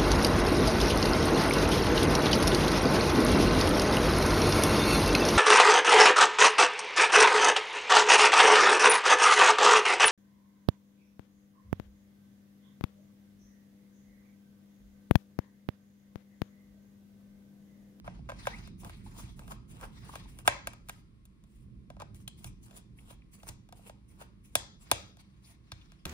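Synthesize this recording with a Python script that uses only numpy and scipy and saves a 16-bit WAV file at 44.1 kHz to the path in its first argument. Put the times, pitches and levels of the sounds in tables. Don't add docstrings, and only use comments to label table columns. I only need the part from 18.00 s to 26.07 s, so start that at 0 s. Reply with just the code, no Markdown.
import sys
import numpy as np
from scipy import signal
from scipy.fft import rfft, irfft
from scipy.io import wavfile
from scipy.ndimage import uniform_filter1d

SR = 44100
rng = np.random.default_rng(int(sys.argv[2]) if len(sys.argv) > 2 else 0)


def inscribe(sig):
    pcm = np.round(np.clip(np.atleast_2d(sig).T, -1, 1) * 32767)
    wavfile.write(sys.argv[1], SR, pcm.astype(np.int16))


N = 355754


def gain_of(db):
    return 10 ** (np.asarray(db) / 20)

def evened(x):
    return x / np.sqrt(np.mean(x ** 2) + 1e-20)

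def look_up(rows, hz, column=1):
    table = np.array(rows, float)
    return np.interp(np.log(hz + 1), np.log(table[:, 0] + 1), table[:, column])

def add(mix, start_s, sound):
    part = mix[max(round(start_s * SR), 0):][:len(sound)]
    part += sound[:len(part)]

def wander(per_s):
    hz = np.fft.rfftfreq(N, 1 / SR)
    return evened(irfft(rfft(rng.standard_normal(N)) / (1 + (hz / per_s) ** 4), N))

def coloured(x, tone):
    gains = gain_of(look_up(tone, np.fft.rfftfreq(N, 1 / SR)))
    return evened(irfft(rfft(x) * gains, N))


# pitch_hz, level_db
RUMBLE_TONE = [(15, -35), (27, -10.5), (40, 3.5), (62, 2.5), (80, -6), (120, 1.5), (155, -5), (190, -1),
               (250, -10.5), (330, -15), (400, -20.5), (520, -33.5), (900, -53.5), (4000, -90.5)]
AIR_TONE = [(100, -2.5), (500, 5.5), (800, -4.5), (1080, 5), (1400, 0), (2300, -0.5), (4000, -5),
            (7000, -13), (11000, -13), (16000, -23.5)]
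# time_s, level_db
RUMBLE_LEVELS = [(0.0, -53), (0.29, -51.5), (0.78, -50.5), (2.43, -53.5), (3.39, -62.5), (3.62, -57),
                 (3.89, -53.5), (6.0, -59.5), (6.36, -58.5), (7.42, -62.5), (8.07, -60.5)]
# pitch_hz, level_db
HUM_NOTES = [(61, -67.5), (120, -69.5), (199, -72), (302, -77.5), (336, -80), (1082, -89)]

def background(rumble_db=3, air_db=-76, waver=0.0089, swell_db=1):
    t = np.arange(N) / SR
    level_db = np.interp(t, *np.transpose(RUMBLE_LEVELS)) + rumble_db + swell_db * wander(9.1)
    rumble = gain_of(level_db) * coloured(rng.standard_normal((2, N)), RUMBLE_TONE)
    air = gain_of(air_db) * coloured(rng.standard_normal((2, N)), AIR_TONE)
    wavering_t = np.cumsum(1 + waver * wander(13)) / SR
    hum = sum(gain_of(db) * np.sqrt(2) * np.sin(2 * np.pi * (hz * wavering_t + rng.random()))
              for hz, db in HUM_NOTES)
    return microphones(rumble + air) + microphones(hum)


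def patchy(x, depth_db=3.0):
    spectrum = signal.stft(x, nperseg=512, noverlap=384)[2]
    patches = rng.standard_normal(spectrum.shape[1:])
    for _ in range(2):
        patches = uniform_filter1d(patches, size=7, axis=0)
        patches = uniform_filter1d(patches, size=14, axis=1)
    spectrum *= gain_of(depth_db * evened(patches))
    return evened(signal.istft(spectrum, nperseg=512, noverlap=384)[1][:, :N])

def friction(tone, slips_per_s, spread_db, hiss, flutter_db):
    sizes = gain_of(spread_db * np.minimum(rng.exponential(1, (2, N)), 4))
    slips = sizes * rng.choice([-1, 1], (2, N)) * (rng.random((2, N)) < slips_per_s / SR)
    rub = evened(slips) + hiss * rng.standard_normal((2, N))
    clumps = gain_of(flutter_db * wander(31))
    return microphones(coloured(patchy(rub * clumps), tone))

def arch(length_s):
    return np.sin(np.pi * np.arange(0, length_s, 1 / SR) / length_s).clip(0) ** 1.6

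# start_s, length_s, skin_hiss_db, grip_rub_db
FINGER_SLIDES = [(0, .27, -67.5, -98), (0.23, 0.41, -57, -74.5), (0.39, 0.37, -59, -71.5),
                 (0.776, .28, -61.5, -69.5), (0.96, 0.46, -63.5, -73), (1.162, 0.2, -66, -74.5),
                 (1.794, 0.61, -59.5, -70.5), (2.64, .2, -79, -81), (2.839, 0.21, -71, -70),
                 (3.435, 0.27, -85.5, -75.5), (6.782, 0.37, -59, -74), (7.18, 0.046, -61, -68.5),
                 (7.051, 0.55, -77, -92), (7.417, 0.16, -66, -64.5), (7.545, 0.59, -69, -86.5)]

def sliding_skin():
    skin_tone = [(300, -26), (700, -0.5), (1500, 1.5), (2300, 1), (3500, -1.0), (5200, -3.0),
                 (6500, -7.5), (8000, -14.5), (16000, -24.5)]
    level = np.zeros(N)
    for start_s, length_s, hiss_db, _ in FINGER_SLIDES:
        add(level, start_s, gain_of(hiss_db) * arch(length_s))
    return level * friction(skin_tone, slips_per_s=5700, spread_db=4.5, hiss=4.3, flutter_db=3)


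# start_s, length_s, grit_db, scrape_db
BIT_SKIDS = [(0.043, 0.03, -62, -45.5), (0.446, 0.022, -50, -64.5), (2.449, .025, -49.5, -39.5),
             (3.995, 0.025, -68, -44.5)]
# catch_time_s, until_push_s, catch_db, push_db, scrape_db
DRIVER_TWISTS = [(0.81, 0.045, -57, -64, -49.5), (1.06, 0.14, -63, -53.5, -54.5),
                 (1.39, 0.13, -63.5, -53.5, -47), (1.708, 0.13, -62, -52.5, -46),
                 (2.039, 0.12, -89, -56, -49), (2.299, 0.099, -64, -59, -57.5),
                 (4.161, 0.049, -65.5, -61.5, -69), (4.393, 0.073, -62, -54, -56.5),
                 (4.644, 0.13, -61.5, -54, -50.5), (4.986, 0.12, -64, -56.5, -55),
                 (5.34, 0.15, -61, -52.5, -52.5), (5.765, 0.11, -67, -56.5, -54.5),
                 (6.102, 0.12, -69, -58, -55.5), (6.458, 0.12, -64.5, -60.5, -64),
                 (6.822, 0.099, -64.5, -66.5, -53.5)]
# pitch_hz, level_db
GRIP_TONE = [(300, -26), (1500, -9), (2700, -1.5), (4300, -10), (6300, -4.5), (7300, -2.5), (10000, -1.5),
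             (12500, -2), (14000, -4.5), (15500, -5.5), (16200, -28)]
THREAD_TONE = [(200, -28.5), (420, 3.5), (600, 0), (1000, 2.5), (1500, -3.5), (2000, -13), (2600, -6),
               (3500, -13), (5000, -17.5), (7500, -24.5), (16000, -45)]

def grip_and_thread(grip_db=1.0, thread_catch_db=-20.5, skid_rise_db=14):
    grip, thread = np.zeros((2, N))
    for start_s, length_s, _, rub_db in FINGER_SLIDES:
        add(grip, start_s, gain_of(rub_db) * arch(length_s))
    for start_s, length_s, grit_db, scrape_db in BIT_SKIDS:
        harder_db = np.linspace(-skid_rise_db, 0, round(length_s * SR))
        add(grip, start_s, gain_of(grit_db + harder_db))
        add(thread, start_s, gain_of(scrape_db + harder_db))
    margin_s = 0.1
    for catch_time_s, until_push_s, catch_db, push_db, scrape_db in DRIVER_TWISTS:
        catch, push = twist(until_push_s, margin_s)
        start_s = catch_time_s - margin_s
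        add(grip, start_s, gain_of(catch_db) * catch + gain_of(push_db) * push)
        add(thread, start_s, gain_of(scrape_db) * (gain_of(thread_catch_db) * catch + push))
    rub = friction(GRIP_TONE, slips_per_s=4900, spread_db=3.5, hiss=0.82, flutter_db=2.5)
    scrape = friction(THREAD_TONE, slips_per_s=500, spread_db=4, hiss=0.45, flutter_db=2)
    return gain_of(grip_db) * grip * rub + thread * scrape

def twist(until_push_s, margin_s, catch_s=0.018, drag_db=-18, rise_s=0.017, fall_s=0.015):
    t = np.arange(-margin_s, until_push_s + margin_s, 1 / SR)
    catch = np.exp(-(t / catch_s) ** 2)
    take_hold = np.clip(t / catch_s, 0, 1)
    build_up = np.exp(np.minimum(t - until_push_s, 0) / rise_s)
    let_go = np.exp(-np.maximum(t - until_push_s, 0) / fall_s)
    return catch, (gain_of(drag_db) + build_up) * take_hold * let_go


def ring(notes, t, scatter):
    hz, db, fade_s = np.array(notes, float).T[:, :, None]
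    phase = np.arange(len(hz))[:, None] / 2
    phase += scatter * rng.uniform(0.064, 1, hz.shape) * hz / (hz + 2000)
    return (gain_of(db - 60 * t / fade_s) * np.sin(2 * np.pi * (hz * t + phase))).sum(0)

def swell(t, peak_s):
    return t / peak_s * np.exp(1 - t / peak_s)

def grit(t, peak_s):
    shape = swell(t, peak_s)
    burst = shape * rng.standard_normal(len(t))
    for _ in range(3):
        spectrum = rfft(burst)
        burst = irfft(spectrum / (abs(spectrum) + 1e-12), len(t)) * np.sqrt(shape)
    return burst / np.linalg.norm(burst)

# start_s, level_db, brightness_db, crack_peak_s
BIT_CLICKS = [(0.076, -43, -27.5, 0.0023), (0.2889, -45.5, -21, 0.0012), (0.2947, -46, -13.5, 0.00064),
              (0.2997, -48, -14.5, 0.0023), (0.3176, -47.5, -19.5, 0.00073), (0.4691, -33, -13.5, 0.0021),
              (0.6738, -65, 3.5, 0.00085), (0.8461, -61, 7, 0.0013), (0.895, -58, -2, 0.00069),
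              (1.392, -60.5, 1.5, 0.00076), (1.4777, -63, 2, 0.0012), (1.5194, -54, -3, 0.0024),
              (1.811, -64.5, 8, 0.00033), (1.838, -54.5, -11, .008), (2.1546, -49.5, -2.5, 0.0016),
              (2.3878, -67, 13.5, 0.00055), (2.4765, -24, -2, 0.00027), (2.6707, -44, 3.5, 0.0018),
              (2.733, -63, 4.5, 0.00078), (2.886, -63, 11, 0.0013), (2.8941, -51.5, 7, 0.00067),
              (3.2539, -83, 18, 0.00047), (3.4383, -77, 2.5, 0.00063), (3.901, -51, -18.5, 0.0012),
              (3.966, -58.5, -25, 0.0014), (3.9994, -53, -10.5, 0.00074), (4.018, -46, -17.5, 0.0032),
              (4.1459, -76.5, 11.5, .0006), (4.2781, -62, 15, 0.00045), (4.4433, -57.5, 7.5, 0.00065),
              (4.7093, -64.5, -5, 0.00073), (5.106, -59, -9.5, 0.0027), (5.4309, -57, -10, 0.0016),
              (5.4886, -61, 12.5, 0.0013), (5.688, -66, -6.5, .002), (5.724, -56.5, -7.5, 0.0013),
              (5.8949, -51, -16, 0.0013), (6.2126, -53, -19, 0.0019), (6.5532, -33, 6.5, 0.00077),
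              (6.914, -29, 2, 0.00055), (7.1693, -68, -2, 0.00072), (7.718, -52.5, -2.5, 0.00073),
              (7.9189, -68.5, -1.5, 0.00071), (8.053, -48.5, 3.5, 0.002)]
# pitch_hz, level_db, fade_s
LAPTOP_NOTES = [(601, 0, 0.015), (720, -5.5, 0.013), (1005, -10, 0.042), (1283, 5.5, 0.016),
                (1598, 1, 0.036), (2311, -3.5, .02), (2580, -5.5, .024), (2870, -1, .02), (3424, 0, .022),
                (3738, -4.5, 0.029), (4280, -3.5, 0.02), (5040, -5.5, 0.011), (5536, -5.5, 0.0084),
                (6530, -1.5, 0.011), (7648, -9, 0.018), (7300, -5.5, 0.0068), (8900, -8.5, 0.0087),
                (10170, -1.5, 0.01), (10900, 1, 0.014), (11740, 4, 0.01), (13200, 3.5, 0.023),
                (14500, -6.5, .008)]
FLEX_NOTES = [(252.8, -3, 0.027), (318, 2, 0.02), (435, -4.5, 0.033)]
# low_hz, high_hz
PART_RANGES = [(500, 920), (900, 2500), (2500, 6900), (7000, 14800)]
# from_s, shell_db, plate_db, shaft_db, tip_db
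WORK_SPOTS = [(0, 0, 2, -4.5, -3), (3.1, 0, -4.5, -1, -0.5), (7.6, -4, 1.5, 2.5, -3)]

def clicks(crack_db=23, rattle_db=17, spread_db=32, spread_s=0.0018, boost_db=3, flex_db=4):
    t = np.arange(4096) / SR
    direct, all_round = np.zeros((2, N))
    filters = [signal.butter(4, band, "bandpass", fs=SR, output="sos") for band in PART_RANGES]
    for start_s, level_db, brightness_db, crack_peak_s in BIT_CLICKS:
        spot_db = [levels for from_s, *levels in WORK_SPOTS if from_s <= start_s][-1]
        parts_db = level_db + brightness_db * np.linspace(0, 1, len(filters)) + spot_db
        shell_db, _, shaft_db, _ = parts_db
        body = ring(LAPTOP_NOTES, t, scatter=0.054) * (1 - np.exp(-t / 0.00075))
        crack = gain_of(crack_db) * grit(t, crack_peak_s)
        rattle = gain_of(rattle_db) * grit(t, peak_s=0.0033)
        spread = gain_of(spread_db) * grit(t, spread_s)
        for mix, sound in ((direct, body + crack + rattle), (all_round, body + spread)):
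            for band_filter, part_db in zip(filters, parts_db):
                part = signal.sosfilt(band_filter, sound)
                add(mix, start_s, gain_of(part_db + boost_db) * part / np.std(part[:SR // 100]))
            flex = ring(FLEX_NOTES, t, scatter=0) * (1 - np.exp(-t / spread_s))
            add(mix, start_s, gain_of(min(shell_db, shaft_db) + flex_db) * flex)
    return direct, all_round


# start_s, pitch_hz, level_db, rise_s
METAL_CREAKS = [(0.192, 703, -50.5, 0.0014), (0.455, 1540, -37.5, 0.00081), (1.063, 860, -47.5, 0.0024),
                (2.092, 966, -41, 0.0029), (2.256, 936.5, -51, 0.0023), (4.277, 3695, -33.5, 0.0011),
                (4.986, 2510, -53, 0.0031), (5.22, 2360, -57, 0.0013), (5.33, 2180, -72, 0.016),
                (5.4, 2500, -59.5, 0.003), (5.487, 6770, -38.5, 0.0023), (5.724, 720, -45.5, 0.0037),
                (5.794, 706, -52.5, 0.0018), (7.442, 4830, -59.5, 0.0078), (7.717, 4440, -41.5, 0.0025),
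                (7.812, 3280, -56.5, .004)]

def creaks(roughness=0.17):
    t, out = np.arange(4096) / SR, np.zeros(N)
    for start_s, hz, level_db, rise_s in METAL_CREAKS:
        jitter = evened(uniform_filter1d(rng.standard_normal(len(t)), size=24))
        pitch_hz = hz * (1 + roughness * jitter)
        note = np.sin(2 * np.pi * np.cumsum(pitch_hz) / SR)
        add(out, start_s, gain_of(level_db) * swell(t, rise_s) * note)
    return out


# time_s, pitch_hz, level_db
SQUEAK_PATH = [(.51, 1780, -58), (0.529, 1904, -52.5), (.545, 2096, -41.5), (0.561, 2500, -65),
               (.575, 2630, -52.5)]

def squeak(roughness=0.029):
    time_s, hz, level_db = np.transpose(SQUEAK_PATH)
    t = np.arange(N) / SR
    pitch_hz = np.interp(t, time_s, hz) * (1 + roughness * wander(450))
    level = np.interp(t, time_s, gain_of(level_db), left=0, right=0)
    return level * np.sin(2 * np.pi * np.cumsum(pitch_hz) / SR)


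# start_s, level_db
LAPTOP_BUMPS = [(0.587, -42), (0.884, -48), (1.232, -41), (2.476, -41), (4.021, -50), (4.451, -41.5),
                (4.475, -42.5), (5.49, -42), (6.556, -41), (6.919, -37), (7.72, -42.5), (8.055, -29.5)]
# pitch_hz, level_db, fade_s
BENCH_NOTES = [(62.3, -5.5, 0.32), (93.26, -5, 0.48), (119.4, -1.5, 0.15), (200, -15, 0.12),
               (320, -12.5, 0.14)]

def bumps(rise_s=0.0019):
    t, out = np.arange(SR // 4) / SR, np.zeros(N)
    for start_s, level_db in LAPTOP_BUMPS:
        thud = ring(BENCH_NOTES, t, scatter=0.29) * (1 - np.exp(-t / rise_s))
        add(out, start_s, gain_of(level_db) * thud)
    return out


# pitch_hz, fade_s, level_db
ROOM_ECHO = [(200, 1, -2.5), (590, 0.26, -0.5), (1422, .47, -2), (2500, 0.34, 1), (3930, 0.48, 0.5),
             (6000, 0.44, -3), (9300, 0.17, 0), (15000, .24, -17.5)]

def room(x, first_echo_s=0.0017):
    shape = (2, SR * 3 // 4)
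    bounces = rng.standard_normal(shape) * (rng.random(shape) < 0.2)
    hz, t, spectrum = signal.stft(bounces, SR, nperseg=256)
    fade_s = look_up(ROOM_ECHO, hz)[:, None]
    level_db = look_up(ROOM_ECHO, hz, column=2)[:, None]
    tail = signal.istft(spectrum * gain_of(level_db - 60 * t / fade_s), SR, nperseg=256)[1]
    tail *= np.clip(np.arange(tail.shape[1]) / SR / first_echo_s - 1, 0, 1)
    tail /= np.linalg.norm(tail[0])
    return microphones(signal.fftconvolve(x[None], tail, axes=1)[:, :N])


# pitch_hz, likeness (1 same, -1 opposite), left_over_right_db
MICROPHONE_PAIR = [(49.6, .95, -1), (185, 0.78, -4.5), (640, 0.2, 0), (990, 0.22, 2.5), (1580, -0.59, -2),
                   (2130, .2, 0.5), (2930, -0.68, 1), (5118, 0.21, 7.5), (6500, -0.49, 4.5),
                   (7900, -0.3, 2), (9340, 1, -1.5), (10000, 0.84, 0), (12000, -.88, -0.5), (13420, -1, 1),
                   (15500, .7, -1.5)]

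def microphones(x):
    hz, spectrum = np.fft.rfftfreq(N, 1 / SR), rfft(x)
    angle = np.arccos(np.clip(look_up(MICROPHONE_PAIR, hz), -0.99, 0.99)) / 2
    mid, side = (spectrum, 1j * spectrum) if x.ndim == 1 else spectrum
    mid, side = mid * np.cos(angle), side * np.sin(angle)
    lean = gain_of(look_up(MICROPHONE_PAIR, hz, column=2))
    left_right = np.array([(mid + side) * lean, mid - side])
    return irfft(left_right * np.sqrt(2 / (1 + lean ** 2)), N)


def scene(click_echo_db=-15, small_echo_db=-17, rub_echo_db=-12):
    direct, all_round = clicks()
    small_sounds = bumps() + squeak() + creaks()
    rubbing = grip_and_thread() + sliding_skin()
    echo = room(gain_of(click_echo_db) * all_round + gain_of(small_echo_db) * small_sounds
                + gain_of(rub_echo_db) * rubbing[0])
    return microphones(direct + small_sounds) + echo + rubbing + background()

def record(dry):
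    top_hz = 15900
    treble_cut = signal.firwin(101, top_hz, window=("kaiser", 9), fs=SR)
    return signal.oaconvolve(dry, treble_cut[None], "same")


dry = scene()
out = record(dry)
inscribe(out)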